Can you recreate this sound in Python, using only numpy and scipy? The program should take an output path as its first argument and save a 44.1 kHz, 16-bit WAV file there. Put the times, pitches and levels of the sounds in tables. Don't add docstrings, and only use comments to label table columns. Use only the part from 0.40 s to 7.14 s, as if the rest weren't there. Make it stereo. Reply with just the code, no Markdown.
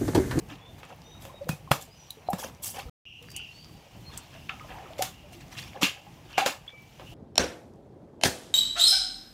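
import sys
import numpy as np
from scipy import signal
from scipy.fft import rfft, irfft, next_fast_len
from scipy.io import wavfile
from scipy.ndimage import uniform_filter1d, map_coordinates

SR = 44100
rng = np.random.default_rng(int(sys.argv[2]) if len(sys.argv) > 2 else 0)


def transcribe(signal):
    frames = np.atleast_2d(signal).T
    limited = np.clip(frames, -1, 1)
    pcm = np.round(limited * 32767).astype(np.int16)
    wavfile.write(sys.argv[1], SR, pcm)


N = 297234

# t/s, rumble/dB, simmer/dB, hiss/dB (each before its layer's lift)
BACKGROUND_LEVELS = [
    [(0.0, -51, -55.5, -68), (0.63, -52, -56.5, -65.5), (0.916, -51, -54, -67.5),
     (1.184, -52.5, -57.5, -70), (1.378, -51, -60, -64), (1.526, -58, -60.5, -65),
     (1.678, -58, -58.5, -62.5), (1.95, -53.5, -55, -68)],
    [(3.15, -54.5, -62, -61.5), (3.41, -53, -57.5, -63.5), (4.18, -51, -56.5, -60), (4.46, -50, -48.5, -61),
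     (4.79, -52.5, -59, -64.5), (5.24, -50.5, -54, -61.5), (6.32, -57.5, -60, -67.5),
     (6.7, -49.5, -59.5, -61)],
]
# f/Hz, relative level/dB per Hz
RUMBLE_COLOUR = [(25, -12.5), (45, -2.5), (70, -0.5), (150, 0.5), (220, -8.5), (320, -10), (600, -28),
                 (1200, -38.5)]
HISS_COLOUR = [(600, -22), (1200, -18.5), (2000, -12.5), (2900, -2), (3900, -10), (6000, -11), (7600, -16),
               (8400, -21), (15000, -21.5)]
SIMMER_COLOUR = [(200, -20), (450, -5), (800, -0.5), (1400, -13), (2500, -10.5), (6000, -64)]
SPLAT_COLOUR = [(60, -26), (250, -5), (400, -8), (780, -1.5), (1000, 4.5), (1300, 0.5), (1900, -2.5),
                (2800, 0.5), (4000, -3.5), (7400, -6.5), (8400, -13), (12000, -13.5), (15000, -16.5)]
# f/Hz, t60/s
YARD_DECAY = [(100, 0.11), (800, 0.22), (3000, 0.11), (14000, 0.07)]
TREE_DECAY = [(1000, 0.28), (8000, 0.9)]
# t/s, length/s, f/Hz, glide/octaves, level/dB before the dry and echo shares
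WHISTLE_NOTES = [(.173, .16, 3450, 0.16, -51.5), (0.616, 0.21, 3684, .09, -49.5),
                 (0.618, 0.14, 5900, 0.048, -53.5), (0.926, 0.089, 3740, 0.0094, -50),
                 (1.493, 0.07, 4920, .13, -51), (1.548, 0.14, 5800, -0.12, -49),
                 (1.844, 0.078, 4040, -0.032, -54.5), (2.86, 0.15, 4680, 0, -48.5),
                 (3.098, .19, 4530, 0.2, -46.5), (3.642, 0.077, 4190, -0.0062, -43.5),
                 (3.712, 0.037, 3450, -.27, -45), (6.272, .19, 2290, -0.012, -45)]
# t/s, hold/s, level/dB
RASP_CALLS = [(2.63, 0.12, -47), (2.938, 0.044, -37.5), (3.94, 0.067, -59), (4.71, 0.082, -57.5),
              (5.43, 0.0099, -41), (5.925, .03, -41.5), (6.645, 0.012, -51)]
# t/s, level/dB, f/Hz, left over right/dB
SPICE_TICKS = [(2.825, -60.5, 3420, 25.5), (2.902, -47.5, 5000, -2), (2.915, -46.5, 6100, -3),
               (2.963, -34, 7800, 4), (3.7745, -34, 7800, -1.5)]
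# f/Hz, width/Hz, lift/dB
POT_RESONANCES = [(546, 95, 9.5), (759, 37, 10), (1247, 64, 4.5), (1692, 160, 6), (2230, 130, 2.5),
                  (2608, 53, 3), (2743, 37, 8.5), (3160, 75, 3.5), (3524, 65, 6), (5370, 590, -0.5)]
# t/s, level/dB, t60/s, lows/dB, highs/dB
STEAM_JETS = [(.08, -41, 0.28, -4, -13), (0.376, -49, 0.16, -1, 3), (0.494, -40, 0.15, 17.5, -32),
              (.79, -49, 0.45, -1, 11), (1.402, -40.5, 0.18, -27, 14), (1.899, -41, .065, -10, 40),
              (1.974, -33.5, 0.26, 5, 13.5), (2.025, -33, 0.21, 15, 6), (2.217, -29, 0.34, -6, 25.5),
              (2.248, -31, 0.25, -10, 18.5), (2.33, -37, 0.34, 8, 0), (2.38, -33.5, 0.15, 4, -1),
              (3.7, -45.5, 0.57, -3.5, -4), (3.919, -43.5, 0.22, -1, -20), (4.275, -40, 0.41, 5.5, -38),
              (4.914, -47.5, 0.25, -24, 3), (5.001, -45, 0.096, -18, -7), (5.1, -43.5, 0.36, -3, -2),
              (5.155, -36, .42, -12, -4), (5.338, -41, 0.3, 20, -18.5), (5.407, -21.5, 0.21, 3, -1),
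              (5.568, -46, 0.099, -1, -32), (5.87, -45, 0.52, -3, -11)]
# t/s, level/dB, lows/dB, highs/dB, spray/dB, left over right/dB
SKIN_BURSTS = [(.431, -42, 2, -10, -4, -4), (.851, -41.5, 7.5, 7, -8.5, 7.5),
               (1.09, -27, 5.5, 8.5, -8.5, -2.5), (1.3144, -15, 6.5, 4, -10.5, 6.5),
               (1.7051, -39, -42, 23, -15, 6), (1.9308, -31.5, 14.5, 7, -5, 9),
               (4.093, -28.5, -10.5, -32, -8.5, -2.5), (4.582, -45, -6, 1, 6.5, -9),
               (4.6219, -23, -4, 5.5, -6, -7.5), (5.43, -17, -44, -8, -1.5, -0.5),
               (5.979, -18, 1, -9, -1.5, 1), (6.0605, -19, 3, -1.5, -3, -5), (6.595, -43, 13.5, -18, 1, 12)]
# t/s, level/dB, starting f/Hz, rise/s
POCKETS_AND_BUMP = [(.11, -39.5, 278, 0.013), (.942, -37.5, 580, 0.0012), (1.006, -31, 567, 0.014),
                    (1.068, -33, 508, 0.0035), (1.094, -18, 157, 0.0023), (1.095, -35, 2500, 0.022),
                    (1.128, -29, 151, 0.0048), (1.275, -39, 1045, 0.0015), (1.312, -14.5, 138, 0.00091),
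                    (1.3145, -19, 560, 0.00084), (1.3145, -14, 1260, .0005), (1.705, -24.5, 3900, 0.0012),
                    (1.8865, -16.5, 716, 0.0017), (1.898, -24, 804, 0.0071), (1.933, -21.5, 183, 0.0028),
                    (2.028, -30.5, 876, 0.0011), (2.376, -33.5, 799, 0.012), (2.456, -29.5, 61.5, 0.0016),
                    (4.094, -20.5, 1280, 0.00087), (4.203, -27.5, 1240, .002), (4.335, -35, 824, 0.021),
                    (4.38, -36, 761.5, 0.025), (4.593, -18, 580, 0.00087), (4.605, -18.5, 760, .006),
                    (5.351, -34, 817, 0.0067), (5.429, -24, 192, 0.0059), (5.43, -17, 277, 0.0017),
                    (5.98, -7, 770, 0.0023), (6.003, -18, 786, 0.024), (6.063, -18, 550, 0.0014),
                    (6.278, -23.5, 3430, 0.0023)]

DROPOUT_START_S, DROPOUT_END_S = 2.497, 2.654
DIP_DB, RECOVER_S = 14, 0.21
RUMBLE_LIFT_DB, SIMMER_LIFT_DB, HISS_LIFT_DB = 1.5, .5, 5.5
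TOP_HZ = 15600
ARCH_OCTAVES = 0.0135
RASP_ATTACK_S, RASP_T60_S = 0.024, 0.51
TICK_T60_S = 0.016
POT_LAG_MS = (0.079, 0.411)
JET_RISE = 0.083
SMALL_JET_DB, SMALL_JET_RANGE_DB, SMALL_JET_T60_S = -50.5, 8.5, .2
SPRAY_T60_S = .24
RING_CYCLES, LONGEST_RING_S = 42, 0.073
LINGER = 4.1

TIME = np.arange(N) / SR
EVENT_TIME = np.arange(SR // 3) / SR


def amp(db):
    return 10 ** (np.asarray(db) / 20)


def unit(x):
    return x / np.sqrt(np.mean(x ** 2) + 1e-20)


def snap(x):
    return x / np.sqrt(np.sum(x ** 2) / (2 * .008 * SR))


def along(points, hz):
    f, values = np.transpose(points)
    return np.interp(np.log(hz + 1), np.log(f + 1), values)


def filtered(x, response):
    n = x.shape[-1]
    padded = next_fast_len(n + 4096)
    hz = np.fft.rfftfreq(padded, 1 / SR)
    return irfft(rfft(x, padded) * response(hz), padded)[..., :n]


def wobble(rate, size):
    knots = rng.standard_normal(int(size * rate / SR) + 4)
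    return map_coordinates(knots, [np.arange(size) * rate / SR])


def swell(rise, t60):
    rise, t60 = max(rise, 1e-4), max(t60, 1e-3)
    opening = np.sin(np.pi / 2 * np.minimum(EVENT_TIME / rise, 1)) ** 2
    return opening * amp(-60 * np.maximum(EVENT_TIME - rise, 0) / t60)


def noise(colour_db, alike, size):
    turn = np.arccos(np.clip(alike, -1, 1)) / 2

    def mid_side_response(hz):
        mid_share = np.full_like(hz, np.cos(turn))
        side_share = np.sin(turn) * hz / np.hypot(hz, 250)
        return amp(colour_db(hz)) * np.array([mid_share, side_share])

    mid, side = filtered(rng.standard_normal((2, size)), mid_side_response)
    return unit(np.array([mid + side, mid - side]))


def placed(x, delay_ms, pan_db):
    side = np.array([[.5], [-.5]])
    delayed = filtered(x, lambda hz: np.exp(-2j * np.pi * hz * side * delay_ms / 1000))
    return amp(side * pan_db) * delayed


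def pot_lag(s):
    return POT_LAG_MS[int(s > DROPOUT_START_S)]


def add(track, s, sound):
    start = max(round(s * SR), 0)
    part = track[:, start:start + sound.shape[-1]]
    part += sound[..., :part.shape[-1]]


def echoes(x, decay):
    hz, t, z = signal.stft(rng.standard_normal((2, len(EVENT_TIME))), SR, nperseg=256)
    fading = amp(-60 * t / along(decay, hz)[:, None])
    tail = signal.istft(z * fading, SR, nperseg=256)[1]
    tail = tail / np.linalg.norm(tail[0])
    return signal.fftconvolve(np.atleast_2d(x), tail, axes=1)[:, :x.shape[-1]]


def spatter(x, depth_db):
    z = signal.stft(x, nperseg=256)[2]
    clumps = uniform_filter1d(rng.standard_normal(z.shape[1:]), size=4, axis=0)
    clumps = unit(uniform_filter1d(clumps, size=3, axis=1))
    flicker = rng.standard_normal(z.shape[-1]) / 2
    broken = signal.istft(z * amp(depth_db * (clumps + flicker)), nperseg=256)[1]
    return unit(broken[:, :x.shape[-1]])


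def small_bubbles(hz, spread, cycles, size_db, count):
    out = np.zeros((2, N))
    t = EVENT_TIME[:SR // 25]
    moments = rng.random((count, 2))
    characters = rng.standard_normal((count, 2))
    for (when, chance), (pitch, side) in zip(moments, characters):
        f = min(hz * np.exp(spread * pitch), TOP_HZ)
        size = amp(-size_db * np.log(max(chance, np.exp(-3))))
        tone = np.sin(2 * np.pi * f * t) * np.exp(-f * t / cycles)
        add(out, when * N / SR, size * amp([[side], [-side]]) * tone)
    return unit(out + amp(-4.5) * echoes(out, YARD_DECAY))


def background_levels():
    s, *columns = np.transpose(np.vstack(BACKGROUND_LEVELS))
    recovery = np.clip(1 - (TIME - DROPOUT_END_S) / RECOVER_S, 0, 1)
    dip_db = DIP_DB * (TIME > DROPOUT_START_S) * recovery
    return [np.interp(TIME, s, column) - dip_db for column in columns]


def outdoor_rumble(level_db):
    rumble = noise(lambda hz: along(RUMBLE_COLOUR, hz), 0.58, N)
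    return amp(level_db + RUMBLE_LIFT_DB + 2.8 * wobble(12, N)) * rumble


def hiss_and_fizz(level_db):
    hiss = spatter(noise(lambda hz: along(HISS_COLOUR, hz), 0.12, N), depth_db=2.0)
    hiss = amp(0.39 * wobble(26, N)) * hiss
    fizz = amp(-9.5) * small_bubbles(hz=5000, spread=0.9, cycles=1.5, size_db=22.5, count=400)
    return amp(level_db + HISS_LIFT_DB) * (hiss + fizz)


def whistlers():
    out = np.zeros((2, N))
    for s, length, hz, glide, db in WHISTLE_NOTES:
        progress = np.minimum(EVENT_TIME / length, 1)
        bow = np.abs(np.sin(np.pi * progress))
        quaver = 1 + .011 * wobble(400, len(EVENT_TIME))
        pitch = hz * 2 ** (glide * (progress - .5) + ARCH_OCTAVES * bow) * quaver
        level = amp(db + 2.5 * wobble(110, len(EVENT_TIME))) * bow
        note = level * np.sin(2 * np.pi * np.cumsum(pitch) / SR)
        add(out, s, amp(-7) * placed(note, 0, pan_db=5) + amp(-6) * echoes(note, TREE_DECAY))
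    return out


def rasper():
    phase = 2 * np.pi * np.cumsum(2810 * (1 + .065 * wobble(800, N))) / SR
    voice = amp(3 * wobble(110, N)) * (np.sin(phase) + amp(-25) * np.sin(2 * phase))
    direct = placed(voice, delay_ms=-0.46, pan_db=7.5)
    call = unit(direct + amp(16.0) * echoes(voice, TREE_DECAY))
    level = np.zeros(N)
    for s, hold, db in RASP_CALLS:
        attack = np.clip((TIME - s) / RASP_ATTACK_S, 0, 1)
        fading = np.maximum(TIME - s - RASP_ATTACK_S - hold, 0)
        level += attack * amp(db - 60 * fading / RASP_T60_S)
    return placed(call * level, 0, pan_db=6)


def spices():
    out = np.zeros((2, N))
    for s, db, pitch, pan_db in SPICE_TICKS:
        husk = [(pitch / 8, -22), (pitch / 2, -15), (pitch, 0), (pitch * 1.3, -8), (pitch * 2, -10)]
        tick = noise(lambda hz: along(husk, hz), 0.081, len(EVENT_TIME))
        tick = snap(tick * swell(rise=0.0016, t60=TICK_T60_S))
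        tick = amp(db) * placed(tick, 0, pan_db)
        add(out, s, tick + amp(-4.5) * echoes(tick, YARD_DECAY))
    return out


def pot_simmer(level_db):
    wash = amp(0.94 * wobble(16, N)) * noise(lambda hz: along(SIMMER_COLOUR, hz), 0.092, N)
    blips = amp(-2.5) * small_bubbles(hz=730, spread=.4, cycles=8.5, size_db=6, count=260)
    return amp(level_db + SIMMER_LIFT_DB) * (wash + blips)


def splat_noise(low_db, high_db, alike):
    tilt = [(700, low_db), (1400, low_db / 4), (2800, 0.0072), (10000, high_db)]
    knots = np.arange(0, SR / 2, 130)
    vent_db = 2.2 * rng.standard_normal(len(knots)) * np.minimum(knots / 2000, 1)

    def colour_db(hz):
        pot_db = sum(db / (1 + (2 * (hz - centre) / width) ** 2) for centre, width, db in POT_RESONANCES)
        return along(SPLAT_COLOUR, hz) + along(tilt, hz) + pot_db + np.interp(hz, knots, vent_db)

    return noise(colour_db, alike, len(EVENT_TIME))


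def small_jets(count):
    rows = []
    for k, (when, size) in enumerate(rng.random((count, 2))):
        s = (k + when) / count * N / SR
        rows.append((s, SMALL_JET_DB - SMALL_JET_RANGE_DB * size, SMALL_JET_T60_S, 0, -3))
    return rows


def steam():
    out = np.zeros((2, N))
    for s, db, t60, low_db, high_db in STEAM_JETS + small_jets(count=9):
        jet = spatter(splat_noise(low_db, high_db, alike=.3), depth_db=4)
        jet = jet * swell(JET_RISE * t60, t60)
        add(out, s, amp(db) * placed(jet, delay_ms=0.36, pan_db=2.0))
    return out


def bursts():
    out = np.zeros((2, N))
    for s, db, low_db, high_db, spray_db, pan_db in SKIN_BURSTS:
        lag = pot_lag(s)
        crack = snap(splat_noise(low_db, high_db, alike=.65) * swell(rise=.0014, t60=.024))
        spray = spatter(splat_noise(low_db + 0.5, high_db + 1.5, alike=0.14), depth_db=1.0)
        spray = spray * swell(rise=0.0092, t60=SPRAY_T60_S)
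        leak = splat_noise(low_db, high_db, alike=0.17) * swell(rise=0.0036, t60=0.018)
        add(out, s - .006, amp(db - 12.5) * leak)
        add(out, s, amp(db) * (placed(crack, lag, pan_db) + amp(spray_db) * placed(spray, lag, 0)))
    return out


def gulps_and_bump():
    out = np.zeros((2, N))
    for s, db, hz, rise in POCKETS_AND_BUMP:
        t60 = 1 / (hz / RING_CYCLES + 1 / LONGEST_RING_S) + LINGER * rise
        creep = 0.027 * np.minimum(EVENT_TIME / t60, 1)
        pitch = hz * (1 + creep + 0.013 * wobble(120, len(EVENT_TIME)))
        ring = amp(db) * swell(rise, t60) * np.sin(2 * np.pi * np.cumsum(pitch) / SR)
        yard = amp(-8.5) * min(hz / 700, 1) * echoes(ring, YARD_DECAY)
        add(out, s, placed(ring, pot_lag(s), pan_db=-1.0) + yard)
    return out


def scene():
    rumble_db, simmer_db, hiss_db = background_levels()
    open_air = outdoor_rumble(rumble_db) + hiss_and_fizz(hiss_db)
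    birds = whistlers() + rasper()
    pot_and_bump = pot_simmer(simmer_db) + steam() + bursts() + gulps_and_bump()
    return open_air + birds + spices() + pot_and_bump


def record(dry):
    live = (TIME < DROPOUT_START_S) | (TIME > DROPOUT_END_S)
    bass_cut = signal.butter(2, 38, "high", fs=SR, output="sos")
    thin = signal.sosfilt(bass_cut, dry) * live
    rounded = thin / (1 + np.abs(thin / .8) ** 4) ** (1 / 4)
    return filtered(rounded, lambda hz: 1 / np.sqrt(1 + (hz / TOP_HZ) ** 160))


dry = scene()
out = record(dry)
transcribe(out)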